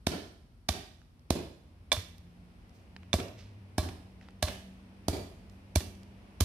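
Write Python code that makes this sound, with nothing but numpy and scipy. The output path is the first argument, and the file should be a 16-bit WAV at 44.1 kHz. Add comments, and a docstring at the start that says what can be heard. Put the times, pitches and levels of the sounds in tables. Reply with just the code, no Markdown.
"""A road patch between house fronts: a steel hand tamper pounds damp gravel about two metres from a two-port microphone.
Ten blows with one pause: an edge of the plate clinks (decaying modes), the gravel crunches (grainy noise),
the plate slaps flat (a pressure cusp), the ground thuds and knocks (damped tones), and at times the plate hops.
The house fronts answer each blow (a noise tail); shoes shift on grit in short bursts of grainy noise,
and a distant engine hums in wavering sines over the coloured noise of the outdoor air."""
import sys
import numpy as np
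from scipy import signal
from scipy.fft import rfft, irfft, next_fast_len
from scipy.io import wavfile
from scipy.ndimage import uniform_filter1d, minimum_filter1d

SR = 44100
rng = np.random.default_rng(int(sys.argv[2]) if len(sys.argv) > 2 else 0)


def pcm_store(signal):
    """Save signal as 16-bit PCM."""
    levels = np.round(np.clip(np.atleast_2d(signal), -1, 1) * 32767)
    wavfile.write(sys.argv[1], SR, levels.astype(np.int16).T)


N = 284004
T = np.arange(N) / SR  # t/s
LEAD = int(.06 * SR)  # samples kept ahead of a contact
AGE = (np.arange(SR // 2) - LEAD) / SR  # time around one contact, t/s

# The ten landings of the flat plate: t/s, lead of its first edge/s, slap level/dB, thud level/dB, knock level/dB,
# crunch level/dB, steel level/dB, ring length relative to the modes' t60, favoured mode f/Hz, echo level/dB
BLOWS = [ (.071, 0.0028, -17.5, -30, -23, -25.5, -27.5, 0.25, 3670, 2.5),
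         (0.6913, 0.0035, -27, -25, -23, -24, -27, 0.48, 3820, -1),
         (1.307, 0.0023, -15, -26, -19, -25.5, -25, 0.17, 4780, -1.5),
         (1.9287, 0.011, -38.5, -35.5, -32, -23.5, -24, 1.02, 3500, -5.5),
         (3.1404, 0.0095, -18.5, -22, -17, -25, -27, 0.68, 3640, -3.5),
         (3.783, 0.0018, -18, -22, -23, -28, -43, 2.17, 4155, -0.5),
         (4.4282, 0.0018, -41, -22.5, -25, -25, -37.5, 1.56, 4110, 0),
         (5.0845, 0.0014, -20, -24.5, -22, -29, -36.5, 0.19, 6240, 3),
         (5.7597, 0.0034, -17, -16, -23.5, -24.5, -35.5, 0.99, 4155, -7.5),
         (6.4089, 0.0029, -17.5, -17, -30, -23.5, -38.5, 0.95, 1052, 0)]
SLAP_S = 0.00088  # time the air takes to escape from under the plate
THUD_HZ, PACKING_HZ_PER_S, THUD_DELAY_S = 71.4, 1.3, .01  # pitch at t = 0; the bed stiffens as it is packed
CRUNCH_AHEAD_S = 0.0014  # added to the edge's lead when the crunch is timed
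FAR_EDGE_DB, FAR_EDGE_HZ = -13.5, 620  # the far edge follows with a softer, lower clank
FAVOUR_DB = 7.5
APART_HZ, APART_LOW_DB = 4000, -11.5  # above this each port hears its own share of the cracking stones


def tamper():
    """One edge clinks, the far edge follows as the plate lands flat; each spot gives a slightly different echo."""
    near, apart, echo = np.zeros(N), np.zeros(N), np.zeros((2, N))
    for s, lead, slap_db, thud_db, knock_db, crunch_db, steel_db, ring, favoured_hz, echo_db in BLOWS:
        blow, steel = np.zeros(N), np.zeros(N)
        stones, stones_left = (undb(crunch_db) * crisp(crunch(lead + CRUNCH_AHEAD_S), s) for _ in range(2))
        ground = undb(thud_db) * thud(THUD_HZ + PACKING_HZ_PER_S * s, THUD_DELAY_S)
        add(blow, s, undb(slap_db) * slap(SLAP_S) + ground)
        add(blow, s, undb(knock_db) * knock() + stones)
        # stones crack all across the plate, so the treble of the crunch differs left and right
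        add(apart, s, colour(stones_left - stones, [(1000, APART_LOW_DB), (APART_HZ, 0)]))
        add(steel, s - lead, strike(steel_db, ring, favoured_hz, FAVOUR_DB))
        add(steel, s - .15 * lead, strike(steel_db + FAR_EDGE_DB, ring, FAR_EDGE_HZ, favour_db=18))
        near += blow + steel
        # the flat plate sends most of its ring upward, little toward the houses
        echo += undb(echo_db) * street(blow + .25 * steel)
    return ports(near, apart) + echo


def slap(width, rebound=0.57):
    """Air squeezed from under the plate: pressure climbs to a cusp, then swings negative as the plate stops."""
    return swell(AGE, width, 0.9 * width) - rebound * np.exp(-(AGE / width - 2) ** 2)


def thud(hz, delay, cycles=0.54):
    """Plate and packed ground bounce together for a few cycles, with a crest at the delay."""
    turn = (AGE - delay) * hz
    growth = np.maximum(turn + 0.7, 0) / (1.42 * cycles)
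    envelope = growth ** 2 * np.exp(2 - 2 * growth)
    return envelope * np.cos(2 * np.pi * turn)


# Modes of the packed bed under the plate, before the detuning at each spot: f/Hz, level/dB, t60/s
BED_MODES = [(182.3, -18, 0.087), (262, -8, 0.043), (376, -15, 0.046), (578, -8, 0.023), (701, -2.5, 0.025),
             (850, -14.5, 0.015)]


def knock(detune=0.066):
    """The packed bed of stones gives a short hollow knock, a little different at each spot."""
    hz, db, t60 = np.transpose(BED_MODES)[:, :, None]
    hz = hz * (1 + detune * rng.standard_normal(hz.shape))
    waves = np.cos(2 * np.pi * hz * AGE)
    return (undb(db) * waves * swell(AGE, 0.00024, t60 / np.log(1000))).sum(0)


# Colour of the cracking stones: f/Hz, level/dB
CRACK_COLOUR = [(300, 1), (900, -4.5), (1500, -2), (2700, -2), (3700, 1.5), (5800, -5), (7300, -7.5),
                (10500, -8), (14000, -16), (16000, -26)]


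def crunch(lead, settle_db=-14, settle_s=0.044):
    """The highest stones crack first, the whole bed gives way at the landing, then loose stones settle."""
    # the first cracks come at most 7 ms ahead of the landing
    touch = np.clip(1 + AGE / min(1.6 * lead, .007), 0, 1) ** 2
    after = np.maximum(AGE, 0)
    crush = shaped(colour(cracks(3.97), CRACK_COLOUR), touch * swell(after, 1, 0.0013))
    settle = shaped(colour(cracks(5), CRACK_COLOUR), touch * swell(after, 1, settle_s))
    return crush + undb(settle_db) * settle


# The plate works its way from fine packed grit to coarse loose stones, so the crunch grows brighter
CRISP_DB, CRISP_DB_PER_S = 1.5, 0.98


def crisp(x, s):
    """Treble of the crunch at the spot reached after s seconds."""
    return colour(x, [(4000, 0), (9000, CRISP_DB + CRISP_DB_PER_S * s)])


# A stone that shatters gives a short bright ring, one that holds gives a long dark one
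BRIGHT_DB_PER_OCTAVE, DARKER_PER_DOUBLING = 1, 1.9


def strike(db, ring, favoured_hz, favour_db):
    """One clink, the brighter the shorter it rings."""
    ring = max(ring, .05)
    tilt_db = BRIGHT_DB_PER_OCTAVE - DARKER_PER_DOUBLING * np.log2(ring)
    return undb(db) * clink(tilt_db, ring, favoured_hz, favour_db)


# Modes of the plate and its handle, before each strike's tilt and ring length: f/Hz, level/dB, t60/s
PLATE_MODES = [(613, -1, 0.13), (1043, -4.5, 0.18), (1138, -4, 0.13), (1659, -1, 0.041), (2328, 2, 0.06),
               (2540, -26.5, 0.0946), (2680, -18.5, 0.093), (3530, -7.5, 0.17), (3640, -2, 0.043),
               (3467, -7.5, .06), (4107, -7, 0.15), (4180, -33, 0.16), (4893, -6.5, 0.033),
               (5194, -41.5, .03), (6116, -2.5, 0.034), (6350, -18, 0.13), (8060, -5.5, 0.06),
               (10440, -15.5, 0.019)]


def clink(tilt_db, ring, favoured_hz, favour_db):
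    """The plate rings most in the mode that the stone lies under; the gravel soon chokes the ring."""
    hz, db, t60 = np.transpose(PLATE_MODES)[:, :, None]
    level_chance, pitch_chance, phase_chance = rng.standard_normal((len(PLATE_MODES), 3)).T[:, :, None]
    favour = np.exp(-(np.log(hz / favoured_hz) / .06) ** 2)
    gain = undb(db + tilt_db * np.log2(hz / 3000) + favour_db * favour + level_chance)
    waves = np.sin(2 * np.pi * (hz * (1 + 0.0025 * pitch_chance) * AGE + phase_chance))
    # stones chatter against the steel and roughen the ring
    chatter = 1 + .3 * unit(uniform_filter1d(rng.standard_normal(waves.shape), size=50))
    onset = 1 - np.exp(-np.maximum(AGE, 0) / 0.00037)
    choke = onset * (undb(-9.0) * ring + fade(AGE, 0.054))
    return (gain * waves * chatter * fade(AGE, t60 * ring)).sum(0) * choke


# The plate hops and drops back: t/s, stones level/dB, thud level/dB
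HOP_LANDINGS = [(1.967, -40, -29.5), (3.2006, -37.5, -36), (3.889, -44.5, -58), (4.483, -36.5, -44),
                (5.168, -51, -65), (5.806, -41, -56)]
HOP_GRIT_HZ, HOP_GRIT_S, HOP_STEEL_DB, HOP_RING = 1953, 0.0047, -6.5, .5  # steel relative to the stones
HOP_THUD_HZ, HOP_THUD_DELAY_S = 92.5, 0.0074  # without the arms' weight the plate bounces faster


def hops(knock_db=-1):
    """The plate drops back lightly: a rattle of stones, a small clink and knock, and a springier thud."""
    out = np.zeros(N)
    for s, db, thud_db in HOP_LANDINGS:
        rattle = grains(HOP_GRIT_HZ, HOP_GRIT_S)
        add(out, s, undb(db) * (rattle + undb(knock_db) * knock()))
        add(out, s, strike(db + HOP_STEEL_DB, HOP_RING, FAR_EDGE_HZ, favour_db=12.5))
        add(out, s, undb(thud_db) * thud(HOP_THUD_HZ, HOP_THUD_DELAY_S, cycles=0.94))
    return out


# Single stones snap under a shoe: t/s, level/dB, centre f/Hz
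SHOE_SNAPS = [(1.017, -54, 1290), (2.182, -51, 7000), (2.9644, -38.5, 1380), (3.0325, -49, 1260),
              (3.2837, -45.5, 3000), (4.213, -48, 1286), (4.2867, -44, 1130), (5.4979, -55, 4480),
              (6.033, -53, 3960)]
# A shoe or the lifting plate drags over grit: t/s, level/dB, centre f/Hz
GRIT_SCUFFS = [(2.752, -70.5, 6000), (3.391, -57.5, 2700), (4.227, -64, 1580), (5.522, -77, 8000)]
SNAP_S, SCUFF_S = 0.0013, 0.058  # decay times
# Stray grains tick at random moments
STRAY_COUNT = 10
STRAY_DB, STRAY_SPREAD_DB, STRAY_HZ, STRAY_SPREAD_OCTAVES = -62, 2, 2600, .8


def grit():
    """Loose grit around the feet: sharp snaps, longer scuffs and stray grains at random."""
    out = np.zeros(N)
    for s, db, hz in SHOE_SNAPS:
        add(out, s, undb(db) * grains(hz, SNAP_S))
    for s, db, hz in GRIT_SCUFFS:
        add(out, s, undb(db) * grains(hz, SCUFF_S))
    for _ in range(STRAY_COUNT):
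        size, pitch = np.clip(rng.standard_normal(2), -2, 2)
        grain = grains(STRAY_HZ * 2 ** (STRAY_SPREAD_OCTAVES * pitch), SNAP_S)
        add(out, rng.uniform(0, T[-1]), undb(STRAY_DB + STRAY_SPREAD_DB * size) * grain)
    return out


def grains(hz, length):
    """Small stones snap and scrape: grainy noise through two broad resonances."""
    snaps = cracks(4.5)
    return shaped(band(band(snaps, hz, 0.6), hz, 0.6), swell(AGE, length / 5, length))


def cracks(spread_db):
    """Dense tiny fractures of very unequal size."""
    size = np.minimum(rng.exponential(size=len(AGE)), 4)
    return unit(rng.standard_normal(len(AGE)) * undb(spread_db * size))


def ports(x, left_only=0):
    """The plate moves from the right toward the centre, so the left port hears it less and less late."""
    lag = np.interp(T, [1, 5], [7e-5, 1.5e-5])
    return np.array([np.interp(T - lag, T, x + left_only), x])


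# Colour of the echo: f/Hz, level/dB
ECHO_COLOUR = [(40, -16), (90, -9), (140, -7.5), (220, -7.5), (420, 0), (800, -8), (1300, -3.5), (2400, -2),
               (4400, -9), (9000, -13), (15000, -13)]


def street(x, wall_s=0.046, t60_low=0.39, t60_high=0.44, early_db=-3):
    """Weaker scatter from near by, then the house fronts answer and the street dies away."""
    t = np.arange(SR) / SR
    noise = colour(diffuse(SR), ECHO_COLOUR)
    low = signal.sosfiltfilt(signal.butter(2, 3000, fs=SR, output="sos"), noise)
    response = 0
    for part, t60 in ((low, t60_low), (noise - low, t60_high)):
        envelope = undb(early_db) * fade(t - .005, 0.73) + fade(t - wall_s, t60)
        response = response + part * envelope / np.sqrt(np.sum(envelope ** 2))
    return signal.oaconvolve(x[None], response, axes=1)[:, :N]


# Pitch of the distant engine: t/s, f/Hz
ENGINE_PITCH = [(1.7, 169.9), (3.2, 185.4), (3.34, 203.5), (3.91, 187.9), (6.35, 196.5)]
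# Its level before the final mix: t/s, hum level/dB, level/dB of the line an octave below
ENGINE_LINES = [(0.5, -92.5, -93), (1.9, -71, -59.5), (2.08, -59, -59.5), (2.7, -64.5, -64.5),
                (3.49, -62.5, -49.5), (4.1, -57, -62), (6.3, -58.5, -59.5)]
# Colour of the far road hiss, its level set apart: f/Hz, level/dB
ROAD_COLOUR = [(100, 2), (230, 25), (450, 17.5), (750, 14.5), (1400, 7), (2500, 9), (3800, -0.5),
               (5500, -3.5), (7000, -13), (10000, -10), (15000, -28)]
ROAD_DB, ROAD_START_S, ROAD_RISE_S = -64.5, 1, 6.04  # road hiss gains power steadily
# Colour of the outdoor air, its level set apart: f/Hz, level/dB
AIR_COLOUR = [(20, -33), (45, 1), (70, 1), (130, -7), (240, -12.5), (420, -25), (1000, -28.5),
              (2500, -35.5), (5400, -39), (6800, -47.5), (10500, -42), (15000, -53.5)]
AIR_DB = -56.5


def background(drone_hz=236, drone_db=-70):
    """Outdoor air with a faint steady drone, and a far vehicle whose hum wavers and whose hiss slowly grows."""
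    hz, = curve(ENGINE_PITCH)
    hum_db, low_db = curve(ENGINE_LINES)
    phase = 2 * np.pi * np.cumsum(hz) / SR
    # many paths between the houses blur both lines
    hum = undb(hum_db + 3.0 * walk(18)) * np.sin(phase + 0.45 * walk(30))
    low = undb(low_db + 0.5 + 2.0 * walk(5.5)) * np.sin(phase / 2 + 1.3 * walk(22))
    drone = undb(drone_db) * np.sin(2 * np.pi * drone_hz * T)
    approach = np.sqrt(np.clip((T - ROAD_START_S) / ROAD_RISE_S, 0, 1))
    road = colour(diffuse(N), ROAD_COLOUR) * approach * undb(ROAD_DB + 0.753 * walk(1.9))
    air = unit(colour(diffuse(N), AIR_COLOUR)) * undb(AIR_DB + .9 * walk(1.9))
    return np.sqrt(2) * (hum + low + drone) + road + air


def diffuse(size, port_hz=1150):
    """Sound from all sides at two close ports: alike in the bass, unrelated in the treble."""
    likeness = .94 * np.sinc(np.fft.rfftfreq(size, 1 / SR) / port_hz)
    mid, side = (irfft(rfft(rng.standard_normal(size)) * np.sqrt((1 + sign * likeness) / 2), size)
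                 for sign in (1, -1))
    return np.array([mid + side, mid - side])


def walk(rate):
    """Slow random drift, spread 1, with about `rate` new values a second."""
    k = int(SR / rate)
    steps = np.repeat(rng.standard_normal(N // k + 1), k)
    return unit(uniform_filter1d(uniform_filter1d(steps, k), k)[:N])


def curve(table):
    """Join (t/s, value, ..) rows by straight lines."""
    s, *columns = np.transpose(table)
    return [np.interp(T, s, c) for c in columns]


def undb(db):
    """Decibels to gain."""
    return 10 ** (np.asarray(db) / 20)


def unit(x):
    """Scale to rms 1."""
    return x / np.sqrt(np.mean(x ** 2))


def colour(x, points):
    """Filter by a smooth curve of f/Hz, level/dB."""
    hz, db = np.transpose(points)
    size = next_fast_len(x.shape[-1] + LEAD, True)
    f = np.maximum(np.fft.rfftfreq(size, 1 / SR), 1)
    gain = undb(np.interp(np.log(f), np.log(hz), db))
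    return irfft(rfft(x, size) * gain, size)[..., :x.shape[-1]]


def band(x, hz, q):
    """One broad resonance."""
    return signal.lfilter(*signal.iirpeak(min(hz, SR / 4), max(q, .6), fs=SR), x)


def fade(t, t60):
    """Exponential decay from t = 0, silent before."""
    return (t >= 0) * np.exp(-np.log(1000) * np.abs(t) / t60)


def swell(t, rise, fall):
    """Exponential growth up to t = 0 and decay after it."""
    return np.exp(-np.abs(t) / np.where(t < 0, rise, fall))


def shaped(x, envelope):
    """Give an envelope to a grainy sound, keeping the energy that the envelope sets."""
    return unit(x * envelope) * np.sqrt(np.mean(envelope ** 2))


def add(track, s, sound):
    """Mix in a sound whose contact falls at s seconds."""
    at = int(s * SR) - LEAD + np.arange(len(sound))
    inside = (at >= 0) & (at < N)
    track[at[inside]] += sound[inside]


# Left minus right at the microphone ports: f/Hz, level/dB
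PORT_DIFFERENCE = [(60, -0.9), (380, -2), (700, -2), (1290, 1), (2380, -1), (4200, -10), (5600, -14.5),
                   (7500, -1), (10000, -3), (14000, -7)]


def scene():
    """Blows, hops, grit and their echoes reach two ports, of which the left is the duller."""
    stones = grit() + hops()
    sound = tamper() + ports(stones) + undb(-11) * street(stones)
    left = colour(sound[0], [(hz, db / 2) for hz, db in PORT_DIFFERENCE])
    right = colour(sound[1], [(hz, -db / 2) for hz, db in PORT_DIFFERENCE])
    return np.array([left, right]) + background()


TOP_HZ = 15500


def record(dry):
    """The microphone sheds the deep bass, a fast limiter holds the peaks, and the top is cut steeply."""
    thin = signal.sosfilt(signal.butter(3, 33, "high", fs=SR, output="sos"), dry)
    allowed = np.minimum(1, .35 / (np.abs(thin).max(0) + 1e-9))
    gain = uniform_filter1d(minimum_filter1d(allowed, size=45), size=45)
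    return signal.sosfilt(signal.ellip(8, .2, 70, TOP_HZ, fs=SR, output="sos"), thin * gain)


dry = scene()
out = record(dry)
pcm_store(out)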